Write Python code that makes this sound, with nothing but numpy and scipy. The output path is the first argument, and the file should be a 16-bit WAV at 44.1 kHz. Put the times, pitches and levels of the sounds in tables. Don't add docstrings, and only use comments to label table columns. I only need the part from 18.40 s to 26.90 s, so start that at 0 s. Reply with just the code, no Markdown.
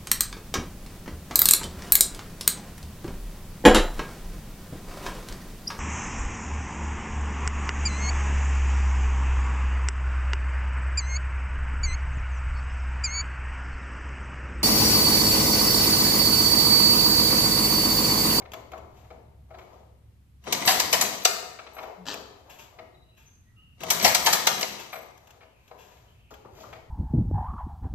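import sys
import numpy as np
from scipy import signal
from scipy.fft import rfft, irfft, next_fast_len
from scipy.io import wavfile
from scipy.ndimage import uniform_filter1d, map_coordinates

SR = 44100
rng = np.random.default_rng(int(sys.argv[2]) if len(sys.argv) > 2 else 0)


def wav_record(signal):
    frames = np.transpose(np.atleast_2d(signal))
    bounded = np.clip(frames, -1, 1)
    quanta = np.round(bounded * 32767).astype(np.int16)
    wavfile.write(sys.argv[1], SR, quanta)


N = 374844


def amp(db):
    return 10 ** (np.asarray(db) / 20)


def unit(x):
    return x / np.sqrt(np.mean(x ** 2) + 1e-20)


def along(points, hz):
    freqs, values = np.transpose(points)
    return np.interp(np.log(hz + 1), np.log(freqs + 1), values)


def curves(rows):
    times, *columns = np.transpose(rows)
    return [np.interp(np.arange(N) / SR, times, column) for column in columns]


def wobble(rate):
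    return map_coordinates(rng.standard_normal(int(N * rate / SR) + 4), [np.arange(N) * rate / SR])


def roughness(size, depth_db, grain_samples):
    grains = unit(uniform_filter1d(rng.standard_normal(size), size=grain_samples))
    return unit(amp(depth_db * grains))


def filtered(x, response):
    n = x.shape[-1]
    padded = next_fast_len(n + SR // 10)
    return irfft(rfft(x, padded) * response(np.fft.rfftfreq(padded, 1 / SR)), padded)[..., :n]


def noise(spectrum, size, lo_hz=10, hi_hz=20000):
    edges = lambda hz: ((1 + (lo_hz / (hz + 1)) ** 8) * (1 + (hz / hi_hz) ** 8)) ** -.5
    return unit(filtered(rng.standard_normal(size), lambda hz: amp(along(spectrum, hz)) * edges(hz)))


def burst(t, rise, t60):
    return np.minimum(t / rise, 1) * np.exp(-np.log(1000) * np.maximum(t - rise, 0) / t60)


def ringing(modes, t):
    return sum(amp(db + rng.normal(0, 2)) * burst(t, .003, t60)
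               * np.sin(2 * np.pi * (hz * t + rng.random())) for hz, db, t60 in modes)


def add(track, s, x):
    i = max(round(s * SR), 0)
    track[..., i:i + x.shape[-1]] += x[..., :max(N - i, 0)]


# (frequency [Hz], decay time T60 [s])
BARN_DECAY = [(100, 0.18), (300, 1.37), (700, 0.82), (1500, 0.77), (4000, 0.74), (7000, 0.63),
              (13000, 0.52)]
def barn(x, panel_db, tail_db, left_db=0, left_lag_samples=4):
    hz, t, spectra = signal.stft(rng.standard_normal((2, SR * 5 // 4)), SR, nperseg=256)
    decay = np.exp(-np.log(1000) * t / along(BARN_DECAY, hz)[:, None])
    build_up = 1 - np.exp(-t / .009)
    tail = signal.istft(spectra * decay * build_up, SR, nperseg=256)[1]
    panels = rng.standard_normal(tail.shape) * burst(np.arange(tail.shape[1]) / SR, .0004, .025)
    panels = filtered(panels, lambda f: f ** 2 / np.hypot(f ** 2, 280 ** 2))
    mid, side = sum(amp(db) * h / np.linalg.norm(h[0]) for db, h in [(panel_db, panels), (tail_db, tail)])
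    side = filtered(side, lambda f: f / np.hypot(f, 420))
    response = np.array([mid + side, mid - side]) / np.sqrt(2)
    echo = signal.fftconvolve(x[None], response, axes=1)[:, :len(x)]
    delayed = np.pad(x, (left_lag_samples, 0))[:len(x)]
    return np.array([delayed * amp(left_db / 2), x * amp(-left_db / 2)]) + echo


# (frequency [Hz], relative spectral density [dB])
AIR_SPECTRUM = [(20, -16), (40, -14.5), (60, -5.5), (110, -3.5), (170, -15.5), (300, -21.5), (600, -22),
                (1200, -24), (3000, -27), (6000, -33), (15000, -32)]
# (time [s], level [dB])
RUMBLE_LEVELS = [(0, -54), (2.3, -60), (2.75, -67), (3.2, -63.5), (4.8, -60), (5.6, -56), (6.1, -64.5),
                 (7.2, -65), (8.5, -54.5)]
# (time [s], frequency [Hz], level re rumble [dB])
MOTOR_HUM = [(0, 71.6, 0), (.7, 68.5, 4), (2.2, 68.74, 3.5), (4.4, 62.7, -5.5), (8.5, 57.5, -2.5)]
def outside():
    rumble_db, = curves(RUMBLE_LEVELS)
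    hum_hz, hum_db = curves(MOTOR_HUM)
    traffic = amp(.5) * noise(AIR_SPECTRUM, N, hi_hz=275)
    spread = amp(-11) * noise(AIR_SPECTRUM, (2, N), hi_hz=300)
    hum = amp(hum_db + .82 * wobble(4.7)) * np.sin(2 * np.pi * np.cumsum(hum_hz + wobble(15)) / SR)
    air = amp(-69) * noise(AIR_SPECTRUM, (2, N), 64) + amp(-83.5) * noise(AIR_SPECTRUM, N, 210)
    return amp(rumble_db) * (traffic + spread + hum) + air


# (frequency [Hz], relative spectral density [dB])
CONTACT_SPECTRUM = [(59, -42), (100, 11.5), (241, -5), (733, 5.5), (1560, -11.5), (2180, -19.5),
                    (3680, -24.5), (7510, -26), (8700, -57), (12200, -35), (15000, -28)]
SCUFF_SPECTRUM = [(500, 1.5), (1200, 2), (2500, 3), (5000, -5.5), (7500, -2), (9500, -26.5), (13000, -2),
                  (15000, -20.5)]
# (centre time [s], half length [s], rubbing level [dB], cloth level [dB])
BODY_MOVES = [(0, 0.029, -41.5, -87), (0.6, 0.15, -58.5, -70), (1.252, 0.15, -58, -71),
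              (3.427, 0.068, -38, -78), (3.998, 0.45, -59, -71.5), (6.903, 0.12, -60.5, -70),
              (7.485, 0.24, -62, -65), (8.254, 0.12, -59, -59)]
def shuffle():
    t = np.arange(N) / SR
    rub_envelope, swish_envelope = np.zeros(N), np.zeros(N)
    for s, half_length, rub_db, swish_db in BODY_MOVES:
        swell = np.exp(-((t - s) / half_length) ** 2)
        rub_envelope += amp(rub_db) * swell
        swish_envelope += amp(swish_db) * swell
    rub = noise(CONTACT_SPECTRUM, N, 340) * unit(amp(4.5 * wobble(28) + 1.2 * wobble(200)))
    swish = noise(SCUFF_SPECTRUM, N) * unit(amp(3 * wobble(25) + 2 * wobble(300)))
    return barn(amp(-5) * rub_envelope * rub + swish_envelope * swish, panel_db=-6, tail_db=1)


# (frequency [Hz], level [dB], decay time T60 [s])
CRANK_MODES = [(370, -8, .16), (490, -3, .16), (640, 1, .16), (810, -5, .12), (1290, -7, .16),
               (1450, -15, .14), (2150, -10, .06)]
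HOLLOW_HZ = 733
def contact(thud_db, edge_db, hollow_db=0, ring_db=-120, hollow_hz=HOLLOW_HZ):
    t = np.arange(SR // 3) / SR
    shifted_spectrum = np.array(CONTACT_SPECTRUM) * [hollow_hz / HOLLOW_HZ, 1]
    thud = amp(thud_db) * noise(CONTACT_SPECTRUM, len(t), 260, 480) * burst(t, .011, .19)
    edge = amp(edge_db) * noise(CONTACT_SPECTRUM, len(t), 2700, 15000) * burst(t, .0012, .18)
    hollow = amp(hollow_db) * noise(shifted_spectrum, len(t), .7 * hollow_hz, 2400) * burst(t, .006, .105)
    chatter = roughness(len(t), depth_db=2, grain_samples=90)
    return amp(-11) * (chatter * (thud + hollow + edge) + amp(ring_db) * ringing(CRANK_MODES, t))


# (frequency [Hz], relative spectral density [dB])
CLINK_SPECTRUM = [(700, -12.5), (1100, -3.5), (1600, -6.5), (2150, 1), (2600, -5.5), (3300, -13),
                  (4000, -14), (5500, -22), (8000, -37)]
def clink(t, count=4, spacing_s=.0035, loss_db=3.5):
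    gaps = spacing_s * rng.uniform(.5, 1.5, count)
    bounces = sum(amp(-loss_db * k) * burst(np.maximum(t - delay, 0), .002, .031)
                  for k, delay in enumerate(np.cumsum(gaps) - gaps[0]))
    return bounces * noise(CLINK_SPECTRUM, len(t), 600, 7300)


# (time [s], level [dB], relative thud level [dB], relative clink level [dB])
CRANK_KNOCKS = [(.017, -42, 0.5, -7.5), (.051, -49.5, -18, 1.5), (.133, -28.5, -7, -14.5),
                (.317, -35, -20, -12), (.331, -28, -17, -22.5), (.643, -52, -6, -11),
                (.703, -34.5, -7.5, -17.5), (1.105, -38, -10.5, -19), (1.141, -37, -12, -13.5),
                (1.185, -40.5, -11.5, -7.5), (1.212, -43.5, -11, -12.5), (2.067, -25, -5, -14.5),
                (3.188, -36, -16, -2.5), (3.265, -40.5, -9, -1.5), (3.365, -31.5, -19, -15),
                (3.383, -34.5, -20, -1.5), (3.432, -33, -17, -11.5), (3.739, -27.5, -6.5, -22),
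                (4.386, -36, -9, -8.5), (5.432, -26.5, -22.5, -21), (6.528, -30.5, -20, -3.5),
                (6.556, -33, -11.5, -8), (6.892, -52, -10, -9.5), (6.938, -49, -9, -15),
                (7.007, -44.5, -11, -6), (7.028, -47.5, -5, -5.5), (7.31, -34, -12, -18.5),
                (8.327, -37.5, -23, -5.5), (8.355, -47.5, -22, -3)]
def knocks(rebound_s=.032, rebound_db=-13):
    out, clinks, t = np.zeros(N), np.zeros(N), np.arange(SR // 3) / SR
    for s, db, thud_db, clink_db in CRANK_KNOCKS:
        add(out, s, amp(db) * contact(thud_db, edge_db=-24, hollow_db=-.5, ring_db=-5))
        add(clinks, s, amp(db + clink_db - 1.5) * clink(t))
        add(out, s + rebound_s, amp(db + rebound_db) * contact(thud_db=3, edge_db=-24.5))
    return barn(out, panel_db=-6, tail_db=-1.5) + barn(clinks, panel_db=-6, tail_db=-4)


# (time [s], level [dB], decay time T60 [s])
GRIT_SCUFFS = [(0.118, -43.5, 0.028), (.134, -38.5, 0.047), (0.319, -46, 0.011), (0.376, -56, 0.055),
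               (0.561, -69, 0.49), (1.183, -61, 0.11), (2.037, -56, 0.096), (3.429, -50, 0.026),
               (3.74, -33, 0.027), (4.093, -52, 0.36), (4.183, -51, 0.37), (4.764, -63, 0.62),
               (5.404, -46, 0.06), (5.434, -34.5, 0.032), (5.481, -46, 0.22), (6.387, -44.5, 0.28),
               (6.777, -52.5, 0.019), (6.871, -55, .04), (6.905, -50.5, 0.039), (7.277, -59.5, 0.08),
               (7.375, -58.5, 0.74), (7.939, -50, 0.042), (8.234, -53.5, 0.019), (8.33, -53, 0.035)]
def scuffs():
    out, t = np.zeros(N), np.arange(SR // 2) / SR
    for s, db, t60 in GRIT_SCUFFS:
        grit = roughness(len(t), depth_db=.53, grain_samples=60)
        add(out, s, amp(db) * grit * noise(SCUFF_SPECTRUM, len(t)) * burst(t, .026 * t60, t60))
    return barn(out, panel_db=3, tail_db=-2, left_db=3.5)


# (time [s], level [dB], hollow frequency [Hz], relative crunch level [dB])
BOOT_STEPS = [(1.33, -39.5, 600, -15.5), (7.906, -34, 830, -9.5), (8.046, -35.5, 736, -25),
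              (8.174, -41, 600, -6), (8.202, -38, 596, -2.5), (8.233, -35, 1010, -20), (8.3, -43, 810, -13)]
def footsteps():
    out = np.zeros(N)
    for s, db, hollow_hz, crunch_db in BOOT_STEPS:
        add(out, s, amp(db) * contact(thud_db=-3.5, edge_db=crunch_db, hollow_hz=hollow_hz))
    return barn(out, panel_db=-6, tail_db=-1.5)


# (time [s], thump level [dB], rise in gear noise [dB])
PISTON_STROKES = [(2.27, -51, 10), (2.525, -59, 2), (5.642, -44, 14), (5.857, -58, 8)]
def load_db(t, lag_s=.0047, half_length_s=.015):
    return sum(db * np.exp(-((t - s - lag_s) / half_length_s) ** 2) for s, _, db in PISTON_STROKES)


# (frequency [Hz], relative spectral density [dB])
GEAR_SPECTRUM = [(30, -32), (60, -3.5), (110, -5.5), (200, -1), (330, -2.5), (500, -4.5), (700, 2),
                 (1400, -11), (3000, -7.5), (7000, -12), (15000, -35.5)]
# (start time [s], end time [s], gear noise level [dB])
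CRANK_PULLS = [(2.072, 2.661, -38.5), (5.419, 6.177, -41.5)]
def gears(spin_up_db_per_s=704, coast_db_per_s=44):
    t = np.arange(N) / SR
    pulled = sum(amp(db - spin_up_db_per_s * np.maximum(start - t, 0)
                     - coast_db_per_s * np.maximum(t - end, 0)) for start, end, db in CRANK_PULLS)
    teeth = rng.standard_normal(N) * amp(1.8 * wobble(45) + 2.5 * wobble(300))
    churn = unit(filtered(teeth, lambda hz: amp(along(GEAR_SPECTRUM, hz)) * hz / np.hypot(hz, 50)))
    low = filtered(churn, lambda hz: 1 / (1 + (hz / 1800) ** 4))
    hiss = churn - low
    starting = lambda length: sum(np.exp(-((t - start) / length) ** 2) for start, *_ in CRANK_PULLS)
    gathering = low * amp(-.5 * starting(.024)) + hiss * amp(-3.5 * starting(.049))
    return barn(pulled * amp(load_db(t)) * gathering, panel_db=1, tail_db=-6.5, left_db=1)


# (frequency [Hz], level [dB], decay time T60 [s])
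STEEL_MODES = [(507, -10, .35), (661, 1, .3), (727, 0, .3), (894, -5, .25), (975, -6, .3), (1256, -5, .25),
               (1444, -6, .35), (1730, -9, .25), (1831, -5, .3), (2168, -8, .2), (2423, -6, .3),
               (3966, -10, .25), (4971, -7, .35), (6032, -8, .3), (6154, -8, .3), (12606, -13, .45),
               (12743, -8, .45)]
# (frequency [Hz], relative spectral density [dB])
CLASH_SPECTRUM = [(59, -45.5), (100, -22), (541, -12.5), (700, -5), (900, -9.5), (1200, -11), (1500, -11),
                  (1850, -3.5), (3610, -2), (6000, -1.5), (7890, -7.5), (8770, -24.5), (13100, -23.5),
                  (14500, -31), (15500, -34)]
# (time [s], level [dB], body re clash [dB], sizzle re clash [dB], clash decay time T60 [s])
STEEL_CLACKS = [(2.125, -14, -8, -1.5, 0.024), (2.275, -12.5, -6, -5.5, 0.18),
                (2.398, -13.5, -12, -4, 0.041), (2.528, -12, -4, -3, 0.065),
                (2.611, -14.5, -6.5, -1.5, 0.053), (2.851, -6, -7.5, -4.5, 0.015),
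                (5.503, -14, -4.5, 0, 0.052), (5.645, -11.5, -4, -6.5, 0.14),
                (5.747, -11.5, -9, -2.5, 0.032), (5.861, -12.5, -3.5, -7, 0.099),
                (5.928, -13, -5, -2, 0.057), (6.07, -9.5, -3.5, -4, 0.019), (6.21, -22.5, -13, -3.5, 0.049)]
def clacks():
    out, t = np.zeros((2, N)), np.arange(SR // 2) / SR
    low_cut = signal.butter(3, 360, 'high', fs=SR, output='sos')
    for s, db, body_db, sizzle_db, t60 in STEEL_CLACKS:
        chatter = roughness(len(t), depth_db=2.5, grain_samples=20)
        clash = noise(CLASH_SPECTRUM, len(t), 1300, 6300) * burst(t, .0029, t60)
        sizzle = amp(sizzle_db) * noise(CLASH_SPECTRUM, len(t), 12000) * burst(t, .00036, 1.99 * t60)
        body = amp(body_db) * noise(CLASH_SPECTRUM, len(t), 330, 1600) * burst(t, .005, 1.69 * t60)
        ring = amp(body_db - 18) * ringing(STEEL_MODES, t)
        blow = amp(db - 5) * (chatter * (clash + sizzle + body) + ring)
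        radiated = signal.sosfilt(low_cut, np.pad(blow, (0, SR)))
        add(out, s, barn(radiated, panel_db=0, tail_db=-2))
        graze = noise(CLASH_SPECTRUM, (2, len(t)), 1800) * burst(t, .0041, .1)
        add(out, s - .003, amp(db - 8.5) * graze)
    return out


# (time [s], level [dB], body re tick [dB])
LOOSE_RATTLES = [(2.148, -25, -7.5), (2.223, -32.5, 5), (2.251, -23.5, -14), (2.292, -22.5, -5.5),
                 (2.309, -21, -3), (2.54, -19.5, -0.5), (2.652, -26, -2.5), (2.821, -35, -8.5),
                 (5.598, -24, -13), (5.613, -20.5, -8.5), (5.626, -23, -5.5), (5.663, -17.5, -0.5),
                 (5.677, -15, -11), (5.755, -20, -6.5), (5.873, -18.5, -2.5), (5.943, -24.5, -22),
                 (6.087, -27, -4), (6.228, -17.5, -5.5), (6.241, -32.5, -2)]
def rattles(t60=.025):
    out, t = np.zeros(N), np.arange(SR // 8) / SR
    for s, db, body_db in LOOSE_RATTLES:
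        tick = noise(CLASH_SPECTRUM, len(t), 1500, 8000) * burst(t, .0008, t60)
        body = amp(body_db) * noise(CLASH_SPECTRUM, len(t), 400, 2000) * burst(t, .002, 2 * t60)
        add(out, s, amp(db - 2.5) * (tick + body))
    return barn(out, panel_db=-3, tail_db=-5)


# (frequency [Hz], half width [Hz], level [dB])
DOG_RESONANCES = [(6150, 120, -16), (7830, 70, -9), (12606, 22, -3), (12745, 22, 4), (12800, 400, -18)]
# (time [s], level [dB])
DOG_RESETS = [(3.33, -50), (6.522, -44.5)]
def scrapes(lead_s=.025):
    out, t = np.zeros(N), np.arange(SR // 3) / SR
    response = lambda f: sum(amp(db) / (1 + ((f - hz) / width) ** 2) for hz, width, db in DOG_RESONANCES)
    climbs = [(s - lead_s, -41 + 1.5 * load_db(s)) for s, *_ in STEEL_CLACKS
              if all(abs(s - start) > .12 for start, *_ in CRANK_PULLS)]
    for s, db in climbs + list(DOG_RESETS):
        singing = unit(filtered(rng.standard_normal(len(t)), response))
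        add(out, s, amp(db) * singing * burst(t, .012, .22))
    return barn(out, panel_db=-8, tail_db=-2, left_db=2)


def thumps():
    out, t = np.zeros(N), np.arange(SR // 2) / SR
    for s, db, _ in PISTON_STROKES:
        add(out, s, amp(db) * noise(AIR_SPECTRUM, len(t), 40, 110) * burst(t, .037, .69))
    return out


def groan(start_s=3.57, length_s=.097, start_hz=190, end_hz=172, db=-48):
    out, progress = np.zeros(N), np.linspace(0, 1, int(length_s * SR))
    hz = start_hz + (end_hz - start_hz) * progress
    add(out, start_s, amp(db) * np.sin(np.pi * progress) * np.sin(2 * np.pi * np.cumsum(hz) / SR))
    return barn(out, panel_db=-14, tail_db=-9)


# (frequency [Hz], relative spectral density [dB])
SLEEVE_SPECTRUM = [(120, -48.5), (200, 13), (800, 13.5), (1490, 13), (1720, 19.5), (2250, -1), (2650, 14.5),
                   (3400, 12.5), (4720, 11.5), (7690, 5.5), (8410, -2), (9500, -61), (11600, 1.5),
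                   (15000, -16)]
def creak(start_s=3.654, slip_hz=104, count=9, rise_s=.026, swell_db_per_s=480, fade_db_per_s=120):
    out, t = np.zeros(N), np.arange(SR // 10) / SR
    for s in np.arange(count) / slip_hz:
        db = -28 - max(swell_db_per_s * (rise_s - s), fade_db_per_s * (s - rise_s))
        grit = noise(SLEEVE_SPECTRUM, len(t))
        slip = grit * burst(t, rng.uniform(.0015, .0035), rng.uniform(.026, .044))
        add(out, start_s + s + rng.normal(0, .0008), amp(db + rng.normal(0, 1.2)) * slip)
    return barn(out, panel_db=-9, tail_db=-5.5, left_db=1, left_lag_samples=1)


# (time [s], length [s], centre frequency [Hz], relative fall in pitch [1/s],
# level [dB], rasp [fraction of the pitch])
BIRD_CALLS = [(4.543, .02, 3860, 2, -57.5, .024), (4.61, .025, 3880, .3, -62, .013),
              (4.688, .022, 3880, .3, -66, .013), (4.64, .28, 2640, .7, -68, .04),
              (4.855, .04, 6200, -1.2, -57.5, .025), (4.93, .035, 6280, 0, -62, .016),
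              (5.05, .08, 1940, .2, -67, .035), (5.129, .11, 1310, .69, -72, .04),
              (5.162, .068, 2870, -1.2, -57, .018), (5.228, .022, 2790, 2.5, -56, .024),
              (5.266, .028, 2780, -2.2, -57.5, .028), (5.32, .02, 2780, 2, -59.5, .024),
              (7.045, .04, 2900, .9, -65, .04), (7.07, .2, 2600, .9, -66, .06),
              (7.65, .09, 3060, .3, -64.5, .055), (7.7, .4, 2680, .4, -65, .08)]
def birds(twitter_hz=21, twitter_depth=.35):
    out = np.zeros(N)
    waver = .4 * wobble(70) + wobble(700)
    flutter = unit(amp(1.5 * wobble(40)))
    for s, length, middle_hz, fall, db, rasp in BIRD_CALLS:
        t = np.arange(int(length * SR)) / SR
        from_middle = t - length / 2
        hz = middle_hz * (1 - fall * from_middle + rasp * waver[int(s * SR):][:len(t)])
        arch = np.sqrt(np.abs(np.sin(np.pi * t / length)))
        syllables = 1 - twitter_depth * np.sin(np.pi * twitter_hz * from_middle) ** 2
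        add(out, s, amp(db) * arch * syllables * np.sin(2 * np.pi * np.cumsum(hz) / SR))
    return barn(out * flutter, panel_db=-9, tail_db=-1.5)


# (frequency [Hz], bandwidth [Hz], boost or cut [dB])
FRAME_RESONANCES = [(190, 110, 5), (390, 78, 3), (501, 10, 3), (642.4, 21, 2), (740, 100, 2), (907, 27, 5),
                    (1000, 50, 2.5), (1200, 120, 3.5), (1506, 20, -2), (1840, 24, 2), (2050, 46, -2),
                    (2170, 110, 2), (2460, 34, 0.5), (3050, 120, 2.5), (3420, 33, 3.5), (3990, 190, 3.5),
                    (4500, 190, 2), (4847, 90, 5), (5850, 130, 2.5), (6040, 160, 2.5), (7000, 140, 1.5)]
def frame(hz):
    resonances = sum((amp(db) - 1) * 1j * hz * width / (centre ** 2 - hz ** 2 + 1j * hz * width)
                     for centre, width, db in FRAME_RESONANCES)
    return amp(-1.5) * (1 + resonances)


# (frequency [Hz], level of left over right [dB])
LEFT_EXCESS = [(100, 7), (280, 2), (550, 4), (1100, 9), (2200, 1.5), (4500, 5.5), (8000, 3), (12500, 6.5),
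               (15000, 17)]
def bearing(hz, bass_edge_hz=90):
    balance = amp(along(LEFT_EXCESS, hz) * np.array([[.5], [-.5]]))
    return balance * hz ** 2 / np.hypot(hz ** 2, bass_edge_hz ** 2)


def scene():
    tractor = (clacks() + rattles() + scrapes() + gears() + knocks() + footsteps()
               + scuffs() + shuffle() + groan() + creak())
    return filtered(tractor, lambda hz: frame(hz) * bearing(hz)) + thumps() + birds() + outside()


def record(dry, ceiling=.95, top_hz=14750):
    rounded = dry / (1 + np.abs(dry / ceiling) ** 6) ** (1 / 6)
    return filtered(rounded, lambda hz: 1 / (1 + (hz / top_hz) ** 100))


dry = scene()
out = record(dry)
wav_record(out)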